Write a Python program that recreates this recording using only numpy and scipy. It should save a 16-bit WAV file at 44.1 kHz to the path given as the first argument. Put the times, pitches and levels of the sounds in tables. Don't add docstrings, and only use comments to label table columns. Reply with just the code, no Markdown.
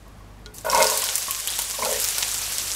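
import sys
import numpy as np
from scipy import signal
from scipy.fft import rfft, irfft
from scipy.io import wavfile

SR = 44100
rng = np.random.default_rng(int(sys.argv[2]) if len(sys.argv) > 2 else 0)


def invert_db(x):
    u = np.asarray(x, float) / 20
    return 10 ** u


def materialize(psi):
    bounded = np.clip(np.atleast_2d(psi).T, -1, 1)
    quanta = np.round(bounded * 32767).astype(np.int16)
    wavfile.write(sys.argv[1], SR, quanta)


N = 121275
CRACK_S = 0.00063
WALL_ECHO_S, WALL_ECHO_DB = 0.0052, -5.5


def rms_one(x):
    return x / np.sqrt(np.mean(x ** 2) + 1e-20)


def in_time(rows, outside=None):
    s, *columns = np.transpose(rows)
    return [np.interp(np.arange(N) / SR, s, c, outside, outside) for c in columns]


def drift(rate):
    r = np.exp(-40 * np.pi * rate / SR)
    slow = signal.lfilter([1], [1, -2 * r, r * r], rng.standard_normal(N // 20 + 4002))[4000:]
    return np.interp(np.arange(N) / 20, np.arange(len(slow)), rms_one(slow))


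def ring(clicks, hz, t60):
    r, w = invert_db(-60 / (t60 * SR)), 2 * np.pi * hz / SR
    return signal.lfilter([0, np.sin(w)], [1, -2 * r * np.cos(w), r * r], clicks + 1e-18)


def soften(x, hz):
    r = np.exp(-2 * np.pi * hz / SR)
    return signal.lfilter([(1 - r) ** 2], [1, -2 * r, r * r], x)


def band_filter(edges, kind, order=2):
    return signal.butter(order, edges, kind, fs=SR, output="sos")


def colour(x, spectrum):
    hz, db = np.transpose(spectrum)
    grid = np.maximum(np.fft.rfftfreq(N, 1 / SR), 10)
    return rms_one(irfft(rfft(x) * invert_db(np.interp(np.log(grid), np.log(hz), db)), N))


def random_clicks(per_s, spread_db):
    sizes = invert_db(spread_db * np.minimum(rng.exponential(1, N), 5.0)) * rng.choice([-1, 1], N)
    return sizes * (rng.random(N) < per_s / SR)


def strike(events, modes, spread_db, focus_db=7):
    out = 0
    at, peak_db = (np.array(events)[:, 0] * SR).astype(int), np.array(events)[:, 1]
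    chance = rng.standard_normal((len(events), len(modes)))
    for k, (hz, db, t60) in enumerate(modes):
        focus = [-focus_db * np.log2(hz / e[2]) ** 2 if len(e) > 2 else 0 for e in events]
        clicks = np.zeros(N)
        clicks[at] = invert_db(peak_db + db + focus + spread_db * chance[:, k])
        out = out + ring(clicks, hz, t60)
    return out


def background():
    # pitch in Hz, level in dB per Hz
    room = [(35, -21), (60, -9), (183, -16), (226, -15), (259, -18.5), (394, -23.5), (1120, -25.5),
            (1320, -29), (15500, -50)]
    # pitch in Hz, peak level in dB
    hum_tones = [(49.5, -46.5), (66, -90), (100, -52.5), (175, -65)]
    # time in seconds, gain in dB
    gain = [(0, 2.5), (.8, 4), (.95, -5), (1.8, -1.5), (2.75, 0.5)]
    t = np.arange(N) / SR
    hum = 0
    for hz, db in hum_tones:
        waver = invert_db(db + 1.8 * drift(4.0))
        hum = hum + waver * np.sin(2 * np.pi * hz * t + rng.uniform(0, 9.3))
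    air = invert_db(-50) * soften(colour(rng.standard_normal(N), room), 14600)
    return invert_db(in_time(gain)[0]) * (hum + air)


def fizz():
    # time in seconds, level in dB, brightness tilt in dB per octave
    boil = [(.536, -70, 6), (.541, -44, 7), (.6, -46, 2), (.644, -50, 0), (.65, -38, 7), (.69, -40, 5),
            (.7, -30, 1), (.74, -28, 1), (.78, -25, 0), (.9, -24.5, 0), (1.05, -26, 0), (1.22, -29, 0),
            (1.42, -31, 0), (1.52, -29, -.5), (1.75, -29.5, .5), (1.97, -25.5, .5), (2.3, -27, 0),
            (2.75, -28.5, 0)]
    # pitch in Hz, level in dB per Hz
    spectrum = [(300, -14), (430, -7), (1000, -4.5), (2200, -2.5), (4500, 0.5), (7500, 2), (12800, -2.5),
                (15700, -16.5)]
    grain_db, hiss_db, crackle_db = -5, -1, -3
    patch_db, reach_db = 1.25, 2.0
    level_db, tilt_db = in_time([(0.049, -62.5, 0)] + list(boil))

    clump_db = 1 * drift(49)
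    clicks = random_clicks(9000 * invert_db(clump_db), spread_db=4)
    t = np.arange(SR // 50) / SR
    spray = np.exp(-t / CRACK_S) + 0.15 * np.exp(-t / 0.0021)
    bursts = np.abs(random_clicks(120, spread_db=2.6))
    crackles = signal.fftconvolve(bursts, spray)[:N] * rng.standard_normal(N)
    crackles = crackles + invert_db(WALL_ECHO_DB) * np.roll(crackles, int(WALL_ECHO_S * SR))

    edges = np.geomspace(330, 15900, 19)
    dealt = rng.integers(0, 18, N)
    hz, db = np.transpose(spectrum)
    out, white = 0, rng.standard_normal((2, N))
    reach = [drift(80) for _ in range(10)]
    for k, (low, high) in enumerate(zip(edges, edges[1:])):
        f = np.sqrt(low * high)
        band_db = np.interp(np.log(f), np.log(hz), db) + 10 * np.log10(f / 6000)
        band_db = band_db + tilt_db * np.log2(f / 6000)
        pops = crackles * invert_db(reach_db * (reach[k // 2] + reach[(k + 1) // 2]))
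        sources = [clicks * (dealt == k), white[k % 2], pops]
        grains, hiss, pops = signal.sosfilt(band_filter([low, high], "band"), sources)
        mix = invert_db(grain_db) * rms_one(grains) + invert_db(hiss_db) * rms_one(hiss) + invert_db(crackle_db) * rms_one(pops)
        out = out + invert_db(band_db + patch_db * drift(25)) * mix
    return invert_db(level_db) * rms_one(out)


def taps():
    # time in seconds, peak in dB
    tap_times = [
        (0.0642, -48),
        (0.2067, -46),
        (0.3023, -60),
        (1.2198, -46),
        (1.283, -27.5),
        (1.376, -40.5),
        (1.4715, -48),
        (1.536, -56),
        (1.74, -37),
    ]
    # pitch in Hz, level in dB, t60 in seconds
    plate = [(653, -15.5, 0.11), (1054, -11.5, 0.35), (1112, -2, 0.14), (1890, -10, 0.072)]
    return invert_db(4.0) * strike(tap_times, plate, spread_db=-1.5)


def first_piece():
    # time in seconds, peak in dB
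    landing = [
        (.4605, -36.5),
    ]
    # pitch in Hz, level in dB, t60 in seconds
    bare_pan = [(427, -6.5, 0.42), (1437, -4, 0.2), (2200, -18, 0.16), (3270, -5.5, 0.077),
                (6400, -4, 0.036)]
    return strike(landing, bare_pan, spread_db=0.5)


def squeak(t):
    low_hz, high_hz, glide_s, fade_s = 2920, 3360, 0.0022, 0.013
    pitch = high_hz - (high_hz - low_hz) * np.exp(-t / glide_s) + 260 * drift(150)[:len(t)]
    flutter = invert_db(-18.5 + 4.4 * drift(87)[:len(t)]) * np.exp(-t / fade_s) * (1 - t / t[-1])
    crack = invert_db(-15) * np.diff(rng.standard_normal(len(t) + 1)) * np.exp(-t / CRACK_S)
    return flutter * np.sin(2 * np.pi * np.cumsum(pitch) / SR) + crack


def spits():
    # time in seconds, peak in dB, pitch in Hz, ring in cycles
    bursts = [(0.4605, -26, 4050, 26), (0.5655, -28, 8760, 10), (0.584, -17.5, 6340, 16),
              (0.6992, -8, 5500, 37), (0.7149, -9.5, 5700, 24), (0.7479, -2.5, 5640, 18),
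              (0.821, -6, 6290, 10), (0.8266, -5.5, 7400, 18), (0.844, -5.5, 7700, 8.5),
              (0.8692, -2.5, 5170, 19), (0.8998, -0.5, 6750, 18), (0.9747, -0.5, 8950, 14),
              (1.04, -3, 6900, 5.3), (1.089, -8, 3230, 8.7), (1.1555, -0.5, 9370, 23),
              (1.181, -6, 7950, 4.2), (1.3092, -2, 7760, 9.5), (1.4729, -14, 3370, 7),
              (1.5028, -5, 5500, 4.1), (1.525, -19.5, 3430, 22), (1.537, -17.5, 3700, 21),
              (1.5891, -0.5, 7640, 2.5), (1.6194, -4.5, 9200, 14), (1.8489, -2, 5870, 4.6),
              (2.0415, 0.5, 9700, 5), (2.0872, -7, 7200, 25), (2.183, -2, 8330, 24),
              (2.229, -2.5, 3600, 6.2), (2.583, -2, 5600, 6)]
    out, t = np.zeros(N + SR), np.arange(SR // 10) / SR
    crack = invert_db(2) * np.exp(-t / CRACK_S) + invert_db(-18) * np.exp(-t / 0.026)
    rise = np.minimum(t / 0.0003, 1)
    for s, db, hz, cycles in bursts:
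        edges = [hz / 2, min(hz * 2, .4 * SR)]
        noise = rms_one(signal.sosfilt(band_filter(edges, "band"), rng.standard_normal(len(t))))
        cavity = np.sin(2 * np.pi * hz * t) * invert_db(-60 * t * hz / cycles)
        out[int(s * SR):][:len(t)] += invert_db(db + 2) * (cavity + 0.28 * noise * crack) * rise
    out[int(1.4745 * SR):][:len(t)] += squeak(t)
    echo = soften(np.roll(out, int(WALL_ECHO_S * SR))[:N], 9500)
    return out[:N] + invert_db(WALL_ECHO_DB) * echo


def ticks():
    # time in seconds, peak in dB, pitch in Hz
    droplets = [(.5473, -34, 7600), (.5537, -42, 7800), (0.562, -41, 8900), (.6497, -31, 8100),
                (0.658, -22, 8500), (0.7768, -2, 8600), (0.826, 3.5, 6400), (0.8442, -4, 6700),
                (0.9078, -8, 7200), (.9752, -3, 9200), (1.0568, -11, 6900), (1.0956, -10, 6500),
                (1.1549, -3.5, 9400), (1.2212, -9, 7300), (1.2276, -10, 8900), (1.2316, -13, 9400),
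                (1.31, -3, 11000), (1.349, -8, 6100), (1.4005, -6, 9800), (1.4748, -1.5, 8900),
                (1.5185, -14, 8700), (1.5604, -13, 6400), (1.5847, -8, 10200), (1.5927, -2.5, 8600),
                (1.6208, -10, 6000), (1.7, -6.5, 10800), (1.711, -7.5, 7300), (1.9283, -1.5, 9300),
                (2, -0.5, 10500), (2.006, -10, 11500), (2.017, -5, 10300), (2.0463, -4.5, 5540),
                (2.0876, -5.5, 7860), (2.1075, -8, 8950), (2.158, -19, 5200), (2.1834, -21, 3970),
                (2.2257, -6.5, 5600), (2.229, -11, 5300), (2.249, -14, 6000), (2.291, -10, 8900),
                (2.385, -10, 9200), (2.42, -9, 8300), (2.4386, -12, 8200), (2.523, -7, 10000),
                (2.717, -8, 5800)]
    lead = 44
    out, t = np.zeros(N + SR), np.arange(-lead, 397) / SR
    noise = rng.standard_normal((len(droplets), len(t)))
    spray_shape = invert_db(-13.5) * np.exp(-np.abs(t) / 0.00058) * (t > -.0004)
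    for (s, db, hz), hiss in zip(droplets, noise):
        pulse = np.cos(2 * np.pi * hz * t + 0.25) * np.exp(-(t * hz / 0.81) ** 2)
        spray = spray_shape * rms_one(np.diff(soften(hiss, hz / 2), prepend=0))
        out[int(s * SR) - lead:][:len(t)] += invert_db(db) * (pulse + spray)
    out = invert_db(-1) * soften(out, 14000)
    return out[:N] + invert_db(-4.5) * np.roll(out, int(WALL_ECHO_S * SR))[:N]


def thuds():
    # time of greatest swing in seconds, peak in dB, pitch in Hz
    landings = [(.649, -22.5, 622), (.65, -29, 1484), (.665, -24.5, 1450), (.69, -27, 1420),
                (.78, -30, 1510), (.8, -21, 1450), (.666, -21, 612), (.667, -22, 970), (.686, -21, 592),
                (.687, -22, 950), (.708, -26, 970), (.732, -12.5, 994), (.748, -13, 907), (.758, -19, 556),
                (.766, -15, 1000), (.773, -15, 910), (.783, -16.5, 605), (.794, -13.5, 603),
                (.805, -11.5, 581), (.816, -10.5, 558), (.814, -12, 915), (.826, -19, 950),
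                (.835, -15, 960), (.843, -21, 893), (.854, -17, 528), (.87, -22, 944), (.898, -24, 985),
                (.919, -20, 990), (.919, -21.5, 558), (.942, -26, 573), (.962, -30, 930),
                (1.033, -24, 1056), (1.793, -28, 965), (1.807, -30, 630), (1.825, -17, 1016),
                (1.832, -23, 2180), (1.865, -27, 1376), (1.79, -29, 530), (1.862, -20, 862),
                (1.86, -25, 600), (1.873, -23, 540), (1.89, -21, 584), (1.9, -28, 595), (1.913, -23, 587),
                (1.925, -21.5, 532), (1.944, -28, 538), (1.945, -26, 1860), (1.96, -23, 538),
                (1.974, -28.5, 536), (1.99, -33, 547), (0.763, -25, 2610), (.817, -18, 2150)]
    rise_s, puff_hz = 0.00321, 1700
    out, t = np.zeros(N), np.arange(SR // 20) / SR
    swell = t / rise_s * np.exp(1 - t / rise_s)
    noise = rng.standard_normal((len(landings), 2, len(t)))
    for (s, db, hz), (waver, puff) in zip(landings, noise):
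        tone = np.sin(2 * np.pi * hz * t + .45 * rms_one(soften(waver, 150)))
        puff = invert_db(-9) * rms_one(np.diff(soften(puff, puff_hz), prepend=0))
        out[int((s - rise_s) * SR):][:len(t)] += invert_db(db - 2) * swell * (tone + soften(puff, 2 * puff_hz))
    return out


def pan():
    # time in seconds, level in dB
    first_fall = [(.64, -58), (.648, -32), (.722, -27), (.73, -21.5), (.82, -24), (.86, -32), (.96, -34.5),
                  (1.0, -39.5), (1.12, -43)]
    second_fall = [(1.77, -49), (1.79, -27), (1.815, -38), (1.825, -21), (1.845, -25.5), (1.86, -24.5),
                   (1.93, -29.5), (1.99, -40), (2.03, -43)]
    # time in seconds, peak in dB, pitch in Hz of the modes struck best
    lumps = [
        (0.729, -17, 1500),
        (0.802, -7.5, 2140),
        (0.755, -17, 2500),
        (1.089, -26, 1160),
        (1.59, -24, 900),
        (2.181, -23.5, 1370),
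        (2.227, -25.5, 883),
    ]
    # pitch in Hz, level in dB, t60 in seconds
    pan_modes = [(226, -10.5, 0.1), (433.6, -8.5, 0.3), (511, -9, 0.18), (538, -7.5, 0.49),
                 (604, -15, 0.16), (631, -2, 0.13), (665, -5.5, 0.058), (815, -13, 0.21), (910, -2, 0.066),
                 (946, 0, 0.15), (1084, 3, 0.069), (1451, -2.5, 0.15), (1465, 2.5, 0.03),
                 (2140, -1.5, 0.07)]
    modes = list(pan_modes) + [(2545, -4.5, .18)]
    first = invert_db(in_time(first_fall, outside=-99)[0])
    second = invert_db(in_time(second_fall, outside=-99)[0])
    thud = thuds()
    drum, rung = 0, 0
    for hz, db, t60 in modes:
        pieces = rms_one(random_clicks(980, spread_db=2.5))
        contact = soften(first * pieces, 1760) + soften(second * pieces, 600)
        drum = drum + invert_db(db) * ring(contact, hz, t60)
        rung = rung + invert_db(db) * ring(thud, hz, t60)
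    heavy = soften(strike(lumps, modes, spread_db=-3.5), 6500)
    out = invert_db(-27.5) * drum + invert_db(-11.5) * heavy + thud + invert_db(-57.5) * rung
    out = signal.sosfilt(band_filter([265, 390], "bandstop"), out)
    return signal.sosfilt(band_filter(200, "high"), out)


def kitchen(x):
    t = np.arange(SR // 2) / SR
    cloud = rng.standard_normal(len(t)) * invert_db(-60 * t / 0.13) * (t > .008)
    return signal.fftconvolve(x, soften(cloud, 10000) / np.sqrt(np.sum(cloud ** 2)))[:N]


def scene():
    near = taps() + first_piece() + spits() + ticks() + pan()
    return (background() + fizz() + near + invert_db(-29) * kitchen(near))[None]


def band_limit(x):
    return signal.sosfilt(signal.butter(12, 16470, fs=SR, output="sos"), x)


def record(dry):
    rounded = np.tanh(dry / 1.1) * 1.1
    top_cut = signal.ellip(10, .5, 60, 15650, fs=SR, output="sos")
    mix = signal.sosfilt(top_cut, rounded)
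    return band_limit(mix)


dry = scene()
out = record(dry)
materialize(out)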